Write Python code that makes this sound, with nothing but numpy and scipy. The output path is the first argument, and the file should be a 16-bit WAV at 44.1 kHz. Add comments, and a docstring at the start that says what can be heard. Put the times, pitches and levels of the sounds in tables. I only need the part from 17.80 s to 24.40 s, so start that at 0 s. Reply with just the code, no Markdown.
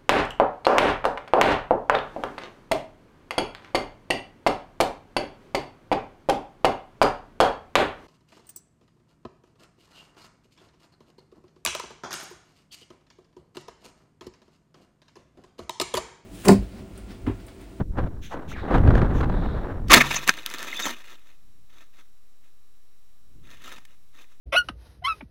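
"""Wind thumps on a microphone and whistles past a hull: a camera is falling on a small rocket.
The rocket crashes into a tree. Branches scrape and snap against its hollow tube, which rings,
and the crash overloads the microphone. The rocket slides through needles, stops and hangs there,
brushed now and then as a breeze sways the twigs. The camera hisses faintly throughout."""
import sys
import numpy as np
from scipy import signal
from scipy.fft import rfft, irfft
from scipy.io import wavfile

SR = 44100
rng = np.random.default_rng(int(sys.argv[2]) if len(sys.argv) > 2 else 0)


def bounce(signal):
    """Save signal as a 16-bit WAV file at the path given by the first command-line argument."""
    frames = np.transpose(np.atleast_2d(signal))
    limited = np.clip(frames, -1, 1)
    pcm = np.round(limited * 32767).astype(np.int16)
    wavfile.write(sys.argv[1], SR, pcm)


N = 291060

# Tone colours: how deep or bright each sound is. 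Each row: frequency in Hz, relative level in dB.
BUFFET_TONE = [(12, -1.5), (35, 5.5), (100, -3), (280, -12), (500, -25.5), (2000, -74.5)]
RUSH_TONE = [(80, -9.5), (280, 5), (1000, -5), (1650, -10.5), (2400, -25), (4000, -33), (5000, -44),
             (16000, -62.5)]
TEAR_TONE = [(400, -19), (1500, 10.5), (4200, -6.5), (5500, -15.5), (16000, -39)]
CAMERA_TONE = [(30, 23.5), (200, 9.5), (700, 4.5), (15500, -3.5)]
HISS_TONE = [(600, -24), (1500, 28), (3500, 32), (4800, 14.5), (6200, 27.5), (8000, 11.5), (15500, 11)]
CRACK_TONE = [(400, -19), (1800, 4.5), (6000, 0.5), (9000, -6.5), (15000, -9.5)]
BARK_TONE = [(60, -17.5), (250, -2), (700, -8), (1300, -1), (2200, 1), (2700, -4), (6500, -13), (9000, -22),
             (15500, -27)]
THUD_TONE = [(100, -17.5), (250, 0.5), (370, -7.5), (1000, -6), (5000, -35.5)]
NEEDLE_TONE = [(100, -25), (200, -5), (330, -0.5), (800, -8.5), (1800, 1.5), (2750, -7), (3600, -2),
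               (4700, -13), (6200, -9.5), (9000, -21), (15500, -20)]

# Gusts during the fall. Each row: start, end and fade time in seconds, buffeting in dB, rush in dB.
GUSTS = [(0.004, 0.015, 0.0063, -21.5, -28), (0.189, 0.2, 0.015, -26, -28),
         (0.22, 0.273, 0.0096, -26, -39.5), (0.544, 0.57, 0.09, -46, -35.5)]
# Big swirls of air push the microphone in and out once.
# Each row: start in seconds, length in seconds, level in dB.
SHOVES = [(0.014, 0.0096, -12.5), (0.093, 0.027, -17.5), (1.083, 0.0113, -1), (1.227, 0.0084, -4)]
# Sharp swirls slap the microphone. Each row: start in seconds, length in seconds, level in dB.
SWIRLS = [(0.173, 0.026, -32), (0.92, 0.051, -29.5), (0.981, 0.0047, -21), (1.073, 0.0079, -24.5),
          (1.102, 0.01, -22.5), (1.151, 0.0068, -20.5), (1.174, 0.011, -25), (1.215, 0.0095, -20.5),
          (1.404, 0.013, -26.5), (1.427, 0.022, -25), (1.497, 0.0049, -30), (1.657, 0.0085, -30.5)]
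# The main blast, as the microphone turns into the airflow.
# Each row: time in seconds, relative buffeting level in dB, relative rush level in dB.
BLAST = [(0.68, -38, -65), (0.9, -33, -28.5), (0.957, -17.5, -21), (1.018, -16.5, -36),
         (1.076, -14.5, -26.5), (1.296, -21, -33.5), (1.544, -21.5, -35), (1.892, -33.5, -37),
         (2.08, -29, -53.5)]
# Puffs of breeze in the tree. Each row: peak time, rise time and fade time in seconds, level in dB.
PUFFS = [(3.76, 0.17, 0.14, -60), (5.56, 0.07, 0.26, -50.5)]
# The whine of the camera's electronics. Each row: pitch in Hz, level in dB.
WHINE = [(1200, -83), (3892, -82), (5599, -83), (7402, -87), (14700, -89)]
# Air grazes the edge of the housing. Each row: start in seconds, length in seconds, level in dB.
GRAZES = [(0.413, 0.08, -46.5), (0.477, 0.087, -52.5), (0.675, 0.07, -46), (1.142, 0.055, -52),
          (1.324, 0.11, -50.5)]
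# Air hums in the housing's gaps. Each row: start and length in seconds, level in dB, pitch in Hz.
HUMS = [(0.5055, 0.05, -36, 670), (0.747, 0.081, -41, 1500), (0.688, 0.22, -57, 3630),
        (1.454, 0.42, -56, 3670), (2.2, 0.055, -35, 1200)]
# A brief whistle at an edge. Each row: time in seconds, pitch in Hz, relative level in dB.
WHISTLE = [(.69, 800, -110), (.718, 1250, -44), (.733, 2150, -42), (.742, 2450, -53), (.752, 2050, -44),
           (.768, 1850, -55), (.8, 1700, -110)]
# Twigs snap. Each row: start in seconds, relative level in dB, ring fade time in seconds, pitch in Hz.
SNAPS = [(2.084, -35, 0.008, 2940), (2.1186, 2, 0.0012, 1920), (2.1321, 0.5, 0.0077, 2270),
         (2.138, 10, 0.0055, 3440), (2.1454, 14, 0.0014, 2170), (2.477, -6, 0.0016, 2000),
         (2.487, -6, 0.0007, 2060), (2.4945, 4, 0.00034, 1710), (2.5397, -18, 0.00057, 4000),
         (2.662, -11, 0.0016, 2030), (2.701, -24.5, 0.0012, 3550), (2.7393, -18.5, 0.0012, 3460),
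         (2.785, -21.5, 0.00087, 4300), (2.829, -19, 0.0012, 1750), (2.977, -30, 0.0018, 1500),
         (3.024, -18.5, 0.0012, 3850), (4.2, -50, 0.0019, 3424), (5.7042, -40, 0.0017, 1930),
         (6.0519, -39, 0.005, 1783)]
# Branches drag along the hull. Each row: start and length in seconds, relative level in dB,
# squeak pitch in Hz, squeak level in dB compared with its scrape.
SCRAPES = [(2.096, 0.047, -11.5, 1192, -4.5), (2.135, 0.011, 0, 3570, -14), (2.143, 0.032, -15, 1880, -1),
           (2.165, 0.025, -13, 1711, -9), (2.202, 0.022, -16.5, 2150, 5), (2.222, 0.061, -31, 1040, -5),
           (2.303, 0.02, -22.5, 1497, -6.5), (2.353, 0.024, -27.5, 6400, 2),
           (2.466, 0.046, -23.5, 1810, -17.5), (2.4907, 0.0042, -15.5, 1706, 10),
           (2.99, 0.11, -55.5, 6320, 18.5), (5.978, 0.011, -43.5, 1670, -10)]
# The tube bumps a thick branch. Each row: start and length in seconds, relative level in dB.
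BUMPS = [(2.101, 0.088, -19), (2.17, .035, -26.5), (3.062, 0.017, -26.5)]
# Green twigs slip off the hull. Each row: start and length in seconds, relative level in dB, pitch in Hz.
SQUEAKS = [(2.795, 0.045, -41, 1770), (2.926, 0.0074, -27.5, 2050), (2.955, 0.008, -33, 3550),
           (2.97, 0.0066, -29.5, 3620), (2.98, 0.014, -35, 3550), (2.989, 0.016, -34, 1620),
           (3.012, 0.048, -34, 3650)]
# A sprig bends against the hull, rubs harder and harder, then slips off.
# Each row: touch time in seconds, slip time in seconds, relative level in dB.
BRUSHES = [(2.114, 2.185, -23), (2.31, 2.358, -40.5), (3.046, 3.062, -29), (3.284, 3.322, -52.5),
           (3.46, 3.504, -62), (3.903, 4.025, -58.5), (4.14, 4.204, -58.5), (4.634, 4.653, -67),
           (5.643, 5.717, -54.5), (5.752, 5.873, -53.5), (5.852, 5.956, -48), (6.074, 6.12, -63.5),
           (6.345, 6.415, -54.5), (6.496, 6.517, -63.5)]
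# The slide down through the needles. Each row: time in seconds, relative level in dB.
SLIDE = [(2.25, -48.5), (2.272, -37), (2.33, -36.5), (2.41, -42), (2.68, -44.5), (2.83, -40), (3.0, -38),
         (3.09, -44.5), (3.42, -67.5)]
# The tube's own notes. Each row: pitch in Hz, seconds to fade by 60 dB, relative level in dB.
TUBE_NOTES = [(145, 0.66, -3), (243, 0.15, 5.5), (420, .25, -3), (530, 0.17, -5), (950, 0.1, -5),
              (1312, 0.06, -5), (3420, 0.019, 1)]
# One hard blow sets the tube booming. It lists start and length in seconds, then strength in dB.
KNOCK = (2.166, 0.002, -27)


def undb(db):
    """Turn decibels into a number to multiply by."""
    return 10 ** (np.asarray(db) / 20)


def unit(x):
    """Scale a signal so that its average power is 1."""
    return x / np.sqrt(np.mean(x ** 2) + 1e-18)


def curves(rows):
    """Join timed rows with straight lines, giving one curve for each column after the time."""
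    times, *columns = np.transpose(rows)
    return [np.interp(np.arange(N) / SR, times, column) for column in columns]


def colour(x, tone):
    """Make a sound deeper or brighter, following a tone table."""
    size = 8192
    hz, db = np.transpose(tone)
    bin_hz = np.arange(size // 2 + 1) * SR / size
    gain = unit(undb(np.interp(np.log(bin_hz + 1), np.log(hz), db)))
    # These steps keep the filter from sounding before its input arrives.
    cepstrum = irfft(np.log(gain))
    cepstrum[1:size // 2] *= 2
    cepstrum[size // 2 + 1:] = 0
    response = irfft(np.exp(rfft(cepstrum)))
    return signal.fftconvolve(x, response)[:len(x)]


def ring(x, hz, t60):
    """Let a sound set one note ringing; the note fades by 60 dB in t60 seconds."""
    r = np.exp(-np.log(1000) / (t60 * SR))
    feedback = [1, -2 * r * np.cos(2 * np.pi * hz / SR), r * r]
    return np.sqrt((1 - r * r) / 2) * signal.lfilter([1, 0, -1], feedback, x)


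def noise():
    """Plain, even hiss."""
    return rng.standard_normal(N)


def wobble(rate):
    """A curve that heads for a new random value rate times a second."""
    return unit(np.interp(np.arange(N) * rate / SR, np.arange(N), noise()))


def clicks(rate, spread_db):
    """About rate random clicks a second; the further spread_db is from 0, the more their sizes vary."""
    size, chance, sign = rng.exponential(size=N), rng.random(N), noise()
    hit, out = chance < rate / SR, np.zeros(N)
    out[hit] = undb(spread_db * np.minimum(size[hit], 5)) * np.sign(sign[hit])
    return unit(out)


def swell(start, length, db):
    """A push that grows and lets go."""
    out = np.zeros(N)
    live = np.arange(max(int(start * SR) + 1, 0), min(int((start + length) * SR), N))
    out[live] = undb(db) * np.sin(np.pi * (live / SR - start) / length)
    return out


def envelope(start, end, rise, fall):
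    """Grow until start, hold until end, then fade. All four settings are in seconds."""
    t = np.arange(N) / SR
    return np.exp(np.minimum(t - start, 0) / rise - np.maximum(t - end, 0) / fall)


def airflow():
    """How strong the low buffeting and the higher rush are: a draught, gusts, the blast, then a breeze."""
    buffet_db, rush_db = curves(BLAST)
    blast = envelope(BLAST[0][0], BLAST[-1][0], rise=0.028, fall=0.13)  # fades as the tree stops the fall
    buffet = undb(-35) * envelope(0, 0.38, rise=0.11, fall=0.11) + blast * undb(buffet_db + 1.5)
    rush = undb(-53) * envelope(0.13, 0.38, rise=0.014, fall=0.11) + blast * undb(rush_db + 2.5)
    for start, end, fall, low_db, high_db in GUSTS:
        gust = envelope(start, end, rise=0.014, fall=fall)
        buffet += undb(low_db) * gust
        rush += undb(high_db) * gust
    breeze = undb(-76.5) + sum(undb(db) * envelope(peak, peak, rise, fall) for peak, rise, fall, db in PUFFS)
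    return buffet + breeze, rush


def wind():
    """Slow swirls push on the microphone, fine ones rush by in spurts, and the sharpest ones tear."""
    t = np.arange(N) / SR
    buffet, rush = airflow()
    rumble = unit(colour(noise(), BUFFET_TONE)) * buffet
    for start, length, db in SHOVES:
        rumble += np.sin(2 * np.pi * (t - start) / length) * swell(start, length, db)
    spurts = unit(undb(4.5 * np.tanh(wobble(170))))
    swirls = sum(swell(*row) for row in SWIRLS)
    tearing = undb(-13.5) * colour(clicks(rate=2200, spread_db=3.5) * swirls, TEAR_TONE)
    rushing = colour(noise() * (rush * spurts + swirls), RUSH_TONE)
    return rumble + rushing + tearing


def electronics():
    """The camera's circuits hiss and whine steadily."""
    t = np.arange(N) / SR
    whine = sum(np.sqrt(2) * undb(db) * np.sin(2 * np.pi * hz * t) for hz, db in WHINE)
    return undb(-66) * unit(colour(noise(), CAMERA_TONE)) + whine


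def edge_tones():
    """As the rocket turns, air grazes its edges and gaps: it hisses, hums and briefly whistles."""
    hiss = colour(noise(), HISS_TONE) * sum(swell(*row) for row in GRAZES)
    hums = sum(swell(start, length, db) * gap_hum(hz) for start, length, db, hz in HUMS)
    whistle_hz, whistle_db = curves(WHISTLE)
    flutter = 1 + 0.1 * wobble(1200)
    phase = 2 * np.pi * np.cumsum(whistle_hz * flutter) / SR
    whistle = undb(whistle_db + 4) * wobble(430) * np.sin(phase)
    return hiss + hums + whistle


def gap_hum(hz):
    """Swirling wind makes the air in a gap ring with a breathy note."""
    return unit(ring(ring(noise(), hz, t60=0.0026), hz, t60=0.0026))


def twigs():
    """In each snap, fibres tear and the twig itself rings for twice as long."""
    size = 4096
    t = np.arange(size) / SR
    tears, rings = np.zeros(N + size), np.zeros(N + size)
    for start, db, decay, hz in SNAPS:
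        at = int(start * SR)
        fade = np.exp(-t / decay)
        tears[at:at + size] += undb(db) * fade ** 2 * rng.standard_normal(size)
        rings[at:at + size] += undb(db) * fade * np.sin(2 * np.pi * hz * t)
    return 0.74 * colour(tears[:N], CRACK_TONE) + 0.27 * rings[:N]


def branches():
    """Bark sticks and slips on the tube. Branches and green twigs squeak, and thick branches thud."""
    slips = clicks(rate=6500, spread_db=1.5)
    drag = np.zeros(N)
    squeaks = sum(swell(start, length, db) * squeak(hz, waver=0.0288) for start, length, db, hz in SQUEAKS)
    for start, length, db, hz, squeak_db in SCRAPES:
        push = swell(start, length, db)
        drag += slips * push
        squeaks += undb(squeak_db) * push * squeak(hz, waver=0.1)
    thuds = colour(noise() * sum(swell(*row) for row in BUMPS), THUD_TONE)
    return colour(drag, BARK_TONE) + squeaks + thuds


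def squeak(hz, waver):
    """Tiny slips follow each other so evenly that they make an unsteady note."""
    pitch = hz * (1 + waver * wobble(700))
    return np.sqrt(2) * np.sin(2 * np.pi * np.cumsum(pitch) / SR)


def woody_ring(rubbing):
    """Rubbing wakes a crowd of close, quickly dying notes in the wood and the tube."""
    size, t60 = 4096, 0.042
    response = rng.standard_normal(size) * undb(-60 * np.arange(size) / SR / t60)
    return undb(-5.5) * signal.fftconvolve(rubbing, unit(response) / np.sqrt(size))[:N]


def needle_contact():
    """How hard the needles rub: one long slide, and single sprigs that bend and slip off."""
    t = np.arange(N) / SR
    slide_db, = curves(SLIDE)
    contact = undb(slide_db) * envelope(SLIDE[0][0], SLIDE[-1][0], rise=0.015, fall=0.13)
    for start, end, db in BRUSHES:
        pressure = np.interp(t, [start, end], undb([db - 9, db]))
        contact += pressure * envelope(start, end, rise=0.011, fall=0.029)
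    return contact


def needles():
    """Needles flick past in uneven bunches, while dry tips tick and thin twigs ping."""
    contact = needle_contact() * undb(2.4 * wobble(90))
    brush = colour(clicks(rate=3000, spread_db=3) * contact, NEEDLE_TONE)
    ticks = colour(clicks(rate=33, spread_db=-0.5) * contact, CRACK_TONE)
    octaves = np.linspace(0, 1.6, num=12) + 0.05 * rng.standard_normal(12)
    pitches = 1300 * 2 ** octaves
    pings = sum(ring(clicks(rate=24, spread_db=2) * contact + 1e-18, hz, t60=0.017) for hz in pitches)
    return brush + undb(-10) * ticks + undb(-14) * pings


def hollow_tube(rustle):
    """The hard knock and the rustling needles make the tube ring at its own notes."""
    push = swell(*KNOCK) + undb(-36.5) * rustle
    return sum(undb(db) * ring(push + 1e-18, hz, t60) for hz, t60, db in TUBE_NOTES)


def scene():
    """Add up the fall, the crash and the rustle, all heard by one microphone."""
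    rustle = needles()
    rubbing = undb(-0.5) * (branches() + rustle)
    air = wind() + edge_tones()
    tree = rubbing + woody_ring(rubbing) + twigs() + hollow_tube(rustle)
    return (air + tree + electronics())[None]


def record(dry):
    """The camera's signal sits slightly off zero; it loses its loudest peaks and its highest treble."""
    offset, top_hz = -0.0139, 15900
    clipped = np.clip(dry + offset, -1, 1) - offset
    treble_cut = signal.ellip(10, 0.1, 85, top_hz, fs=SR, output="sos")
    return signal.sosfilt(treble_cut, clipped) + offset


dry = scene()
out = record(dry)
bounce(out)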